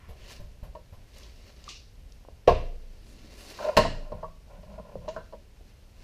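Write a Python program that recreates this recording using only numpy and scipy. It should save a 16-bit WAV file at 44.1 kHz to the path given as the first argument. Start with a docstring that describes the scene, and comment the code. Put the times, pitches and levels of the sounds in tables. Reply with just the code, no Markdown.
"""Sleeves rustle and a palm pats dust off a bench vise, in a workshop heard from a head-worn camera.
After light taps, a cordless drill is stood on the bench: its case rings and it rocks to rest.
The vise's steel handle slides through its spindle, chatters and hits its stop; then the screw is
turned, grinding and knocking. The heavy bench shudders under the blows and the small room answers."""
import sys
import numpy as np
from scipy import signal
from scipy.fft import rfft, irfft, next_fast_len
from scipy.io import wavfile
from scipy.ndimage import uniform_filter1d, minimum_filter1d, map_coordinates

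SR = 44100
rng = np.random.default_rng(int(sys.argv[2]) if len(sys.argv) > 2 else 0)


def pcm_store(signal):
    """Save signal as 16-bit PCM."""
    levels = np.round(np.clip(np.atleast_2d(signal), -1, 1) * 32767)
    wavfile.write(sys.argv[1], SR, levels.astype(np.int16).T)


N = 266317
TIME_S = np.arange(N) / SR
AGE_S = np.arange(SR) / SR  # time since a contact

# room rumble and hiss: freq_hz, level_db
AIR_SPECTRUM = [(12, -34.5), (20, 4), (59, 4.5), (83, -2.5), (161, -13), (259, -16.5), (315, -22.5),
                (465, -20.5), (1160, -32.5), (3000, -31.5), (3450, -34.5), (5530, -35.5), (7520, -40.5),
                (13900, -43), (15500, -56)]
# room decay: freq_hz, t60_s
ROOM_DECAY = [(100, 0.48), (500, 0.63), (1000, 0.39), (2800, 0.46), (5000, 0.46), (8000, 0.45),
              (14000, 0.067)]
# camera housing resonances: freq_hz, width_hz, gain_db
HOUSING_RESONANCES = [(218.5, 41, -10), (608, 90, -10), (1042, 74, 5), (1850, 130, -15), (2880, 290, -7.5)]

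# arm movements: peak_s, level_db, rise_s, fall_s
ARM_REACHES = [(0.308, -46, 0.14, 0.15), (1.17, -53.5, 0.14, 0.56), (1.48, -56, 0.16, 0.2),
               (1.679, -54.5, 0.18, .15), (3.1, -63.5, 0.12, 0.31), (3.64, -44, 0.59, 0.26),
               (4.75, -69, 0.27, 0.31), (5.15, -60.5, 0.23, 0.3), (5.68, -66.5, .2, 0.39),
               (6.03, -57.5, 0.1, .1)]
# sliding cloth: freq_hz, level_db
CLOTH_SPECTRUM = [(150, -3), (500, 9.5), (1000, -6), (1700, -2), (2700, 0), (3300, -5), (4200, 1.5),
                  (6000, -3.5), (8000, -13), (12000, -18.5), (15500, -20)]
# swishes of hand, cuff and tool: peak_s, length_s, level_db, pitch_hz, half_width_oct
HAND_SWISHES = [(0.02, 0.19, -61, 1400, 1), (0.27, 0.17, -58, 2400, 0.55), (0.316, 0.058, -60, 7980, 0.69),
                (1.735, 0.12, -51.5, 4650, 0.47), (1.785, 0.22, -61, 4600, 0.39),
                (1.736, 0.12, -55.5, 2620, 0.19), (3.111, .14, -65.5, 6960, .8),
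                (3.302, 0.53, -57, 258, 0.39), (3.45, .2, -58.5, 7570, 0.8)]
# rustle reflected by nearby surfaces: delay_s, gain_db
RUSTLE_ECHOES = [(.0011, -24.5), (.0029, -17), (.0052, -11)]

# palm on the vise: start_s, thud_db, brush_db
PALM_PATS = [(.085, -36.5, -51), (0.394, -35, -55), (.627, -36.5, -51.5), (0.921, -39, -56)]
# palm thud: freq_hz, level_db
THUD_SPECTRUM = [(25, 10), (60, 9.5), (130, -3), (200, -10), (320, -44), (700, -47), (2000, -90)]
# brushing skin: freq_hz, level_db
SKIN_SPECTRUM = [(200, -6.5), (600, 15), (1250, -2.5), (2000, -4.5), (5000, -10), (9000, -21), (12000, -7),
                 (15000, -22)]

# knocks on the vise: start_s, steel_db, cutoff_hz, t60_ratio, thump_db, crack_db
VISE_KNOCKS = [(0.7502, -42.5, 1600, 0.76, -61, -52.5), (3.7675, -28, 3900, 0.9, -61, -14.5),
               (3.772, -14, 4670, 0.95, -25, -14.5), (3.8496, -23.5, 1900, 0.41, -30, -40),
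               (4.119, -30, 930, 0.53, -36, -49.5), (4.229, -34.5, 1440, 0.63, -45.5, -57),
               (4.631, -44, 965, 0.3, -53, -56), (4.778, -43, 985, 0.3, -48.5, -74),
               (4.797, -33, 840, 0.18, -52, -79), (4.955, -45, 800, 0.66, -40, -71),
               (5.079, -29.5, 970, 0.39, -62.5, -44), (5.087, -37, 960, 0.5, -70, -42.5),
               (5.163, -32.5, 1500, 0.54, -46, -52), (5.324, -46.5, 1300, 0.67, -60.5, -53),
               (5.333, -33.5, 870, 0.39, -55, -82)]
# vise body: freq_hz, level_db, t60_s
VISE_MODES = [(159.3, -16.5, 0.29), (210, -18, 0.095), (382.5, -12, 0.21), (464, -1.5, 0.15),
              (516.3, -8, 0.27), (591.5, 2, 0.13), (629.6, 3, 0.17), (670, -11, 0.13), (763, -15, 0.23),
              (924.5, 0.5, 0.1), (956, -5.5, 0.2), (1066, -1.5, 0.09), (1103, -18.5, 0.19),
              (1336, -18.5, 0.22), (1583, -14, 0.13), (1777, -13.5, 0.114), (1820, -18.5, 0.12)]
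# thin steel handle: freq_hz, level_db, t60_s
HANDLE_MODES = [(2580, -27.5, .25), (2890, -23, 0.19), (2874, -22, 0.17), (3650, -19.5, 0.22),
                (3660, -24.5, .25), (4000, -24, 0.12), (4130, -27, 0.091), (4240, -22, 0.2),
                (4730, -37.5, .28), (5100, -22.5, .35), (7000, -17.5, 0.28)]
# contact crack on steel: freq_hz, level_db
STEEL_CRACK_SPECTRUM = [(100, 11), (600, 3), (1100, -4), (1300, -1.5), (1800, 3), (2200, -3), (2800, 1),
                        (3400, -7), (4200, 2), (5000, -2.5), (5700, -10.5), (9500, -18.5), (12500, -18.5),
                        (15000, -26.5)]
# bench sway and boom: freq_hz, level_db, t60_s
BENCH_MODES = [(25.24, -2, 1.3), (30.05, -7.5, 1), (42.1, -9, 0.26), (57.6, 0.5, 0.49), (80.9, 2, .25),
               (113.3, -4.5, 0.5), (163.3, -10, 0.68), (189, -11.5, 0.49)]
# hard knocks shoving the vise on its mount: start_s, level_db
MOUNT_SHOVES = [(3.7709, -16.5), (4.119, -39.5), (5.164, -47.5), (5.336, -47.5)]

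# taps, bumps and clicks of handled things: start_s, level_db, pitch_hz, half_width_oct, t60_s
HANDLING_TAPS = [(1.182, -45, 6050, 1.1, 0.023), (1.231, -48, 4000, 0.66, 0.088),
                 (1.64, -41, 4760, 0.7, 0.017), (1.688, -38.5, 3760, 0.92, 0.17),
                 (2.1217, -38, 4800, 0.55, 0.008), (3.589, -35, 860, 0.93, 0.038),
                 (3.625, -29, 1410, 0.1, 0.053), (4.962, -42, 147, 0.356, 0.2),
                 (5.085, -47, 3920, 0.74, 0.087), (5.086, -52, 6500, 0.17, 0.12),
                 (5.163, -38, 1444, 0.22, 0.083), (5.607, -46, 386, 0.69, 0.043)]
# drill and vise handle being shifted: start_s, level_db, pitch_hz, t60_s
HOLLOW_TOCKS = [(1.6784, -33.5, 1190, .034), (2.2499, -30, 700, 0.005), (2.286, -23.5, 550, 0.0065),
                (4.243, -33, 1118, 0.062), (4.9552, -22, 527, 0.028)]

# drill landing and rocking: start_s, case_db, thump_db, crack_db
DRILL_CONTACTS = [(2.4744, -35.5, -38.5, -21), (2.478, -7.5, -21.5, -18), (2.494, -26.5, -31, -24.5),
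                  (2.518, -47, -27, -45)]
# rubber foot taking the weight: peak_s, length_s, level_db, pitch_hz
FOOT_PUNCHES = [(2.4803, .0042, -4.5, 545), (2.4853, .004, -11, 700), (2.505, .005, -16, 620),
                (2.5212, .004, -18, 650)]
# drill case on the bench: freq_hz, level_db, t60_s
CASE_MODES = [(523, 4.5, 0.029), (373.4, -12.5, 0.21), (442, -1, 0.081), (486.4, -3.5, 0.12),
              (504.6, -10.5, 0.16), (628, -10.5, 0.28), (697, -1, 0.11), (762, -10, 0.055),
              (809, -15, 0.093), (845, -13.5, .08), (924, -15, .14), (1043, -15, 0.12), (1103, -9, 0.13),
              (1430, -26.5, .14), (1640, -24, 0.1), (2603, -31.5, 0.29)]
# contact crack of the case: freq_hz, level_db
CASE_CRACK_SPECTRUM = [(100, 12), (300, 8.5), (600, 6.5), (1100, -5.5), (1300, -3.5), (1800, -4),
                       (2200, -2.5), (2800, -2.5), (3400, -8), (4300, -8.5), (5500, -13), (7500, -27),
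                       (11000, -31.5), (15000, -33)]

# steel on steel, the handle first, then the screw: start_s, length_s, level_db
STEEL_SLIDES = [(3.58, 0.12, -32.5), (3.72, .56, -53), (4.468, .11, -53.5), (4.659, 0.27, -53),
                (5.001, 0.2, -53.5)]
# spindle resonances: freq_hz, width_hz, gain_db
SPINDLE_RESONANCES = [(205.5, 74, -16.5), (432, 140, -7.5), (598, 83, 4), (1017, 132.4, -8.5),
                      (1066, 25, -7.5), (1404, 77, -11.5), (1690, 210, -21), (2630, 560, -24.5)]
# chatter of sliding steel: peak_s, length_s, level_db, pitch_hz
SLIDE_CHATTER = [(3.651, .018, -23, 620), (3.688, .04, -22.5, 612), (5.112, .06, -40, 650)]
# screw grinding in its thread: peak_s, length_s, level_db
SCREW_GRINDS = [(4.588, 0.069, -48.5), (4.737, 0.16, -51.5), (5.024, 0.35, -60.5)]


def amp(db):
    """Decibels to gain."""
    return 10 ** (np.asarray(db) / 20)


def unit(x):
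    """Scale to rms 1."""
    return x / np.sqrt(np.mean(x ** 2) + 1e-20)


def along(points, hz):
    """Interpolate (freq_hz, value) points on a log axis."""
    freqs_hz, values = np.transpose(points)
    return np.interp(np.log(hz + 1), np.log(freqs_hz), values)


def add(track, start_s, sound):
    """Mix a sound into the track."""
    part = track[round(start_s * SR):][:len(sound)]
    part += sound[:len(part)]


def fade(t60_s):
    """Exponential decay, 60 dB in t60_s."""
    return np.exp(-np.log(1000) * AGE_S / t60_s)


def burst(t60_s):
    """Contact envelope: quick rise, then decay."""
    return fade(t60_s) * (1 - np.exp(-AGE_S / 0.00091))


def swell(peak_s, length_s):
    """Bell-shaped envelope."""
    return np.exp(-(2 * (TIME_S - peak_s) / length_s) ** 2)


def wobble(rate_hz):
    """Smooth random curve, rate_hz knots a second."""
    return map_coordinates(rng.standard_normal(int(N * rate_hz / SR) + 4), [TIME_S * rate_hz])


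def noise(response, size=N):
    """Noise of rms 1, coloured by a frequency response."""
    n_fft = next_fast_len(size)
    spectrum = rfft(rng.standard_normal(n_fft)) * response(np.fft.rfftfreq(n_fft, 1 / SR))
    return unit(irfft(spectrum, n_fft)[:size])


def hiss(spectrum, size=N):
    """Noise of rms 1 with a (freq_hz, level_db) spectrum."""
    return noise(lambda f: amp(along(spectrum, f)), size)


def band(hz, half_width_oct, size=N):
    """Noise of rms 1 around one pitch."""
    return noise(lambda f: 1 / (1 + (np.log2((f + 1) / hz) / half_width_oct) ** 6), size)


def resonance(f, hz, width_hz):
    """Causal response of one resonance, 1 at its peak."""
    return 1j * f * width_hz / (hz * hz - f * f + 1j * f * width_hz)


def filtered(x, response):
    """Apply a complex frequency response."""
    n_fft = next_fast_len(N + SR)
    return irfft(rfft(x, n_fft) * response(np.fft.rfftfreq(n_fft, 1 / SR)), n_fft)[..., :N]


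def ring(modes, attack_s, cutoff_hz=np.inf, t60_ratio=1, scatter_db=0, detune=0):
    """Damped modes, varied per strike by scatter_db and detune; soft contacts omit the high ones."""
    tone = np.zeros(SR)
    for hz, db, t60_s in modes:
        level_draw, pitch_draw = rng.standard_normal(2)
        gain = amp(db + scatter_db * level_draw) / np.sqrt(1 + (hz / cutoff_hz) ** 6)
        pitch_hz = hz * (1 + detune * pitch_draw)
        tone += gain * fade(t60_s * t60_ratio) * np.sin(2 * np.pi * pitch_hz * AGE_S)
    return tone * (1 - np.exp(-AGE_S / attack_s))


def in_room(x, wet_db):
    """Add a fresh diffuse tail, each frequency dying at its own rate."""
    hz, time_s, spectra = signal.stft(rng.standard_normal(SR * 3 // 4), SR, nperseg=256)
    decay = np.exp(-np.log(1000) * time_s / along(ROOM_DECAY, hz)[:, None])
    _, tail = signal.istft(spectra * decay, SR, nperseg=256)
    tail *= 1 - np.exp(-AGE_S[:len(tail)] / 0.0017)
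    return x + amp(wet_db) * signal.fftconvolve(x, tail / np.linalg.norm(tail))[:len(x)]


def room_air():
    """Low rumble and faint hiss, wavering slightly."""
    return amp(-50) * hiss(AIR_SPECTRUM) * amp(0.53 * wobble(rate_hz=6.6))


def reach(peak_s, rise_s, fall_s):
    """Arm speed envelope: up 20 dB per rise_s, then down 20 dB per fall_s."""
    return 10 ** -np.maximum((peak_s - TIME_S) / rise_s, (TIME_S - peak_s) / fall_s)


def sleeves(idle_db=-71.5):
    """Cloth slides and swishes as the arms move; its fibres catch in tiny grains."""
    reach_power = sum((amp(db) * reach(peak_s, rise_s, fall_s)) ** 2
                      for peak_s, db, rise_s, fall_s in ARM_REACHES)
    rustle = np.sqrt(amp(idle_db) ** 2 + reach_power) * hiss(CLOTH_SPECTRUM)
    for peak_s, length_s, db, hz, half_width_oct in HAND_SWISHES:
        rustle += amp(db) * swell(peak_s, length_s) * band(hz, half_width_oct)
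    grains = unit(amp(1.1 * wobble(rate_hz=35) + 2 * wobble(rate_hz=700)))
    echoes = lambda f: 1 + sum(amp(db) * np.exp(-2j * np.pi * f * delay_s)
                               for delay_s, db in RUSTLE_ECHOES)
    return amp(-0.5) * filtered(rustle * grains, echoes)


def palm_pats(brush_rise_s=0.012):
    """A soft palm thuds on the vise without ringing it and brushes across."""
    out = np.zeros(N)
    stroke = AGE_S / brush_rise_s * np.exp(1 - AGE_S / brush_rise_s)
    for start_s, thud_db, brush_db in PALM_PATS:
        thud = amp(thud_db) * hiss(THUD_SPECTRUM, SR) * burst(t60_s=0.48)
        brush = amp(brush_db) * hiss(SKIN_SPECTRUM, SR) * stroke
        add(out, start_s, thud + in_room(brush, wet_db=-5))
    return out


def vise_knocks(mount_hz=217, mount_t60_s=0.15):
    """Each knock rings vise and handle, cracks at the contact and shakes the bench."""
    out = np.zeros(N)
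    for start_s, steel_db, cutoff_hz, t60_ratio, thump_db, crack_db in VISE_KNOCKS:
        grip = max(1 - t60_ratio, 0)  # a firm grip damps and shifts the modes
        steel = amp(steel_db) * ring(VISE_MODES + HANDLE_MODES, attack_s=0.0033, cutoff_hz=cutoff_hz,
                                     t60_ratio=t60_ratio, scatter_db=2, detune=0.041 * grip)
        # soft contacts crack duller
        colour = lambda f: amp(along(STEEL_CRACK_SPECTRUM, f)) / (1 + (f / (7 * cutoff_hz)) ** 4)
        crack = amp(crack_db) * noise(colour, SR) * burst(t60_s=0.057)
        add(out, start_s, in_room(steel, wet_db=-21) + in_room(crack, wet_db=-5))
        add(out, start_s, amp(thump_db) * ring(BENCH_MODES, attack_s=0.0084))
    for start_s, db in MOUNT_SHOVES:
        add(out, start_s, ring([(mount_hz, db, mount_t60_s)], attack_s=0.0013))
    return out


def taps():
    """Small contacts, each a burst of noise in one band."""
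    out = np.zeros(N)
    for start_s, db, hz, half_width_oct, t60_s in HANDLING_TAPS:
        tap = amp(db) * band(hz, half_width_oct, SR) * burst(t60_s)
        add(out, start_s, in_room(tap, wet_db=-10))
    return out


def tocks():
    """Light contacts, each ringing one quickly damped mode."""
    out = np.zeros(N)
    for start_s, db, hz, t60_s in HOLLOW_TOCKS:
        tock = ring([(hz, db, t60_s)], attack_s=0.0008)
        add(out, start_s, in_room(tock, wet_db=-13.5))
    return out


def drill_landing():
    """One edge touches, the weight comes down on the rubber foot, the drill rocks to rest."""
    out = sum(amp(db) * swell(peak_s, length_s) * np.cos(2 * np.pi * hz * (TIME_S - peak_s))
              for peak_s, length_s, db, hz in FOOT_PUNCHES)
    for start_s, case_db, thump_db, crack_db in DRILL_CONTACTS:
        case = amp(case_db) * ring(CASE_MODES, attack_s=0.0032, scatter_db=3)
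        crack = amp(crack_db) * hiss(CASE_CRACK_SPECTRUM, SR) * burst(t60_s=0.055)
        add(out, start_s, in_room(case, wet_db=-18.5) + in_room(crack, wet_db=-4.5))
        add(out, start_s, amp(thump_db) * ring(BENCH_MODES, attack_s=0.0086))
    return out


def slide(start_s, length_s, attack_s=0.032, t60_s=0.22):
    """Slide envelope: attack, hold while the steel moves, release."""
    attack = np.clip((TIME_S - start_s) / attack_s, 0, 1)
    stopped_s = np.maximum(TIME_S - start_s - length_s, 0)
    return attack * np.exp(-np.log(1000) * stopped_s / t60_s)


def vise_friction():
    """Uneven slips excite the spindle; at times the steel locks into a short chatter."""
    spindle = lambda f: sum((-1) ** k * amp(db) * resonance(f, hz, width_hz)
                            for k, (hz, width_hz, db) in enumerate(SPINDLE_RESONANCES))
    sliding = sum(amp(db) * slide(start_s, length_s) for start_s, length_s, db in STEEL_SLIDES)
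    out = sliding * unit(noise(spindle) * amp(2.7 * wobble(rate_hz=110)))
    drift_rad = 0.5 * wobble(rate_hz=70)
    for peak_s, length_s, db, hz in SLIDE_CHATTER:
        arch = np.cos(np.pi * np.clip((TIME_S - peak_s) / length_s, -0.5, 0.5))
        out += amp(db) * arch * np.sin(2 * np.pi * hz * TIME_S + drift_rad)
    return out


def screw_grind():
    """The turning screw grumbles low in the vise body."""
    turning = sum(amp(db) * swell(peak_s, length_s) for peak_s, length_s, db in SCREW_GRINDS)
    return turning * band(hz=189, half_width_oct=0.22) * unit(amp(1.7 * wobble(rate_hz=45)))


def scene():
    """Handling sounds, coloured by the camera housing, over the room air; mono."""
    tools = drill_landing() + vise_knocks() + vise_friction() + screw_grind()
    handling = tools + taps() + tocks() + palm_pats() + sleeves()
    housing = lambda f: 1 + sum(amp(db) * resonance(f, hz, width_hz)
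                                for hz, width_hz, db in HOUSING_RESONANCES)
    return (amp(-1.21) * filtered(handling, housing) + room_air())[None]


def record(dry, ceiling=0.92, hold_s=0.006, top_hz=15400):
    """The camera's peak limiter, then its band limit."""
    hold_samples = round(hold_s * SR)
    needed_gain = np.minimum(1, ceiling / (np.abs(dry) + 1e-9))
    gain = uniform_filter1d(minimum_filter1d(needed_gain, 2 * hold_samples), hold_samples)
    return filtered(dry * gain, lambda f: f < top_hz)


dry = scene()
out = record(dry)
pcm_store(out)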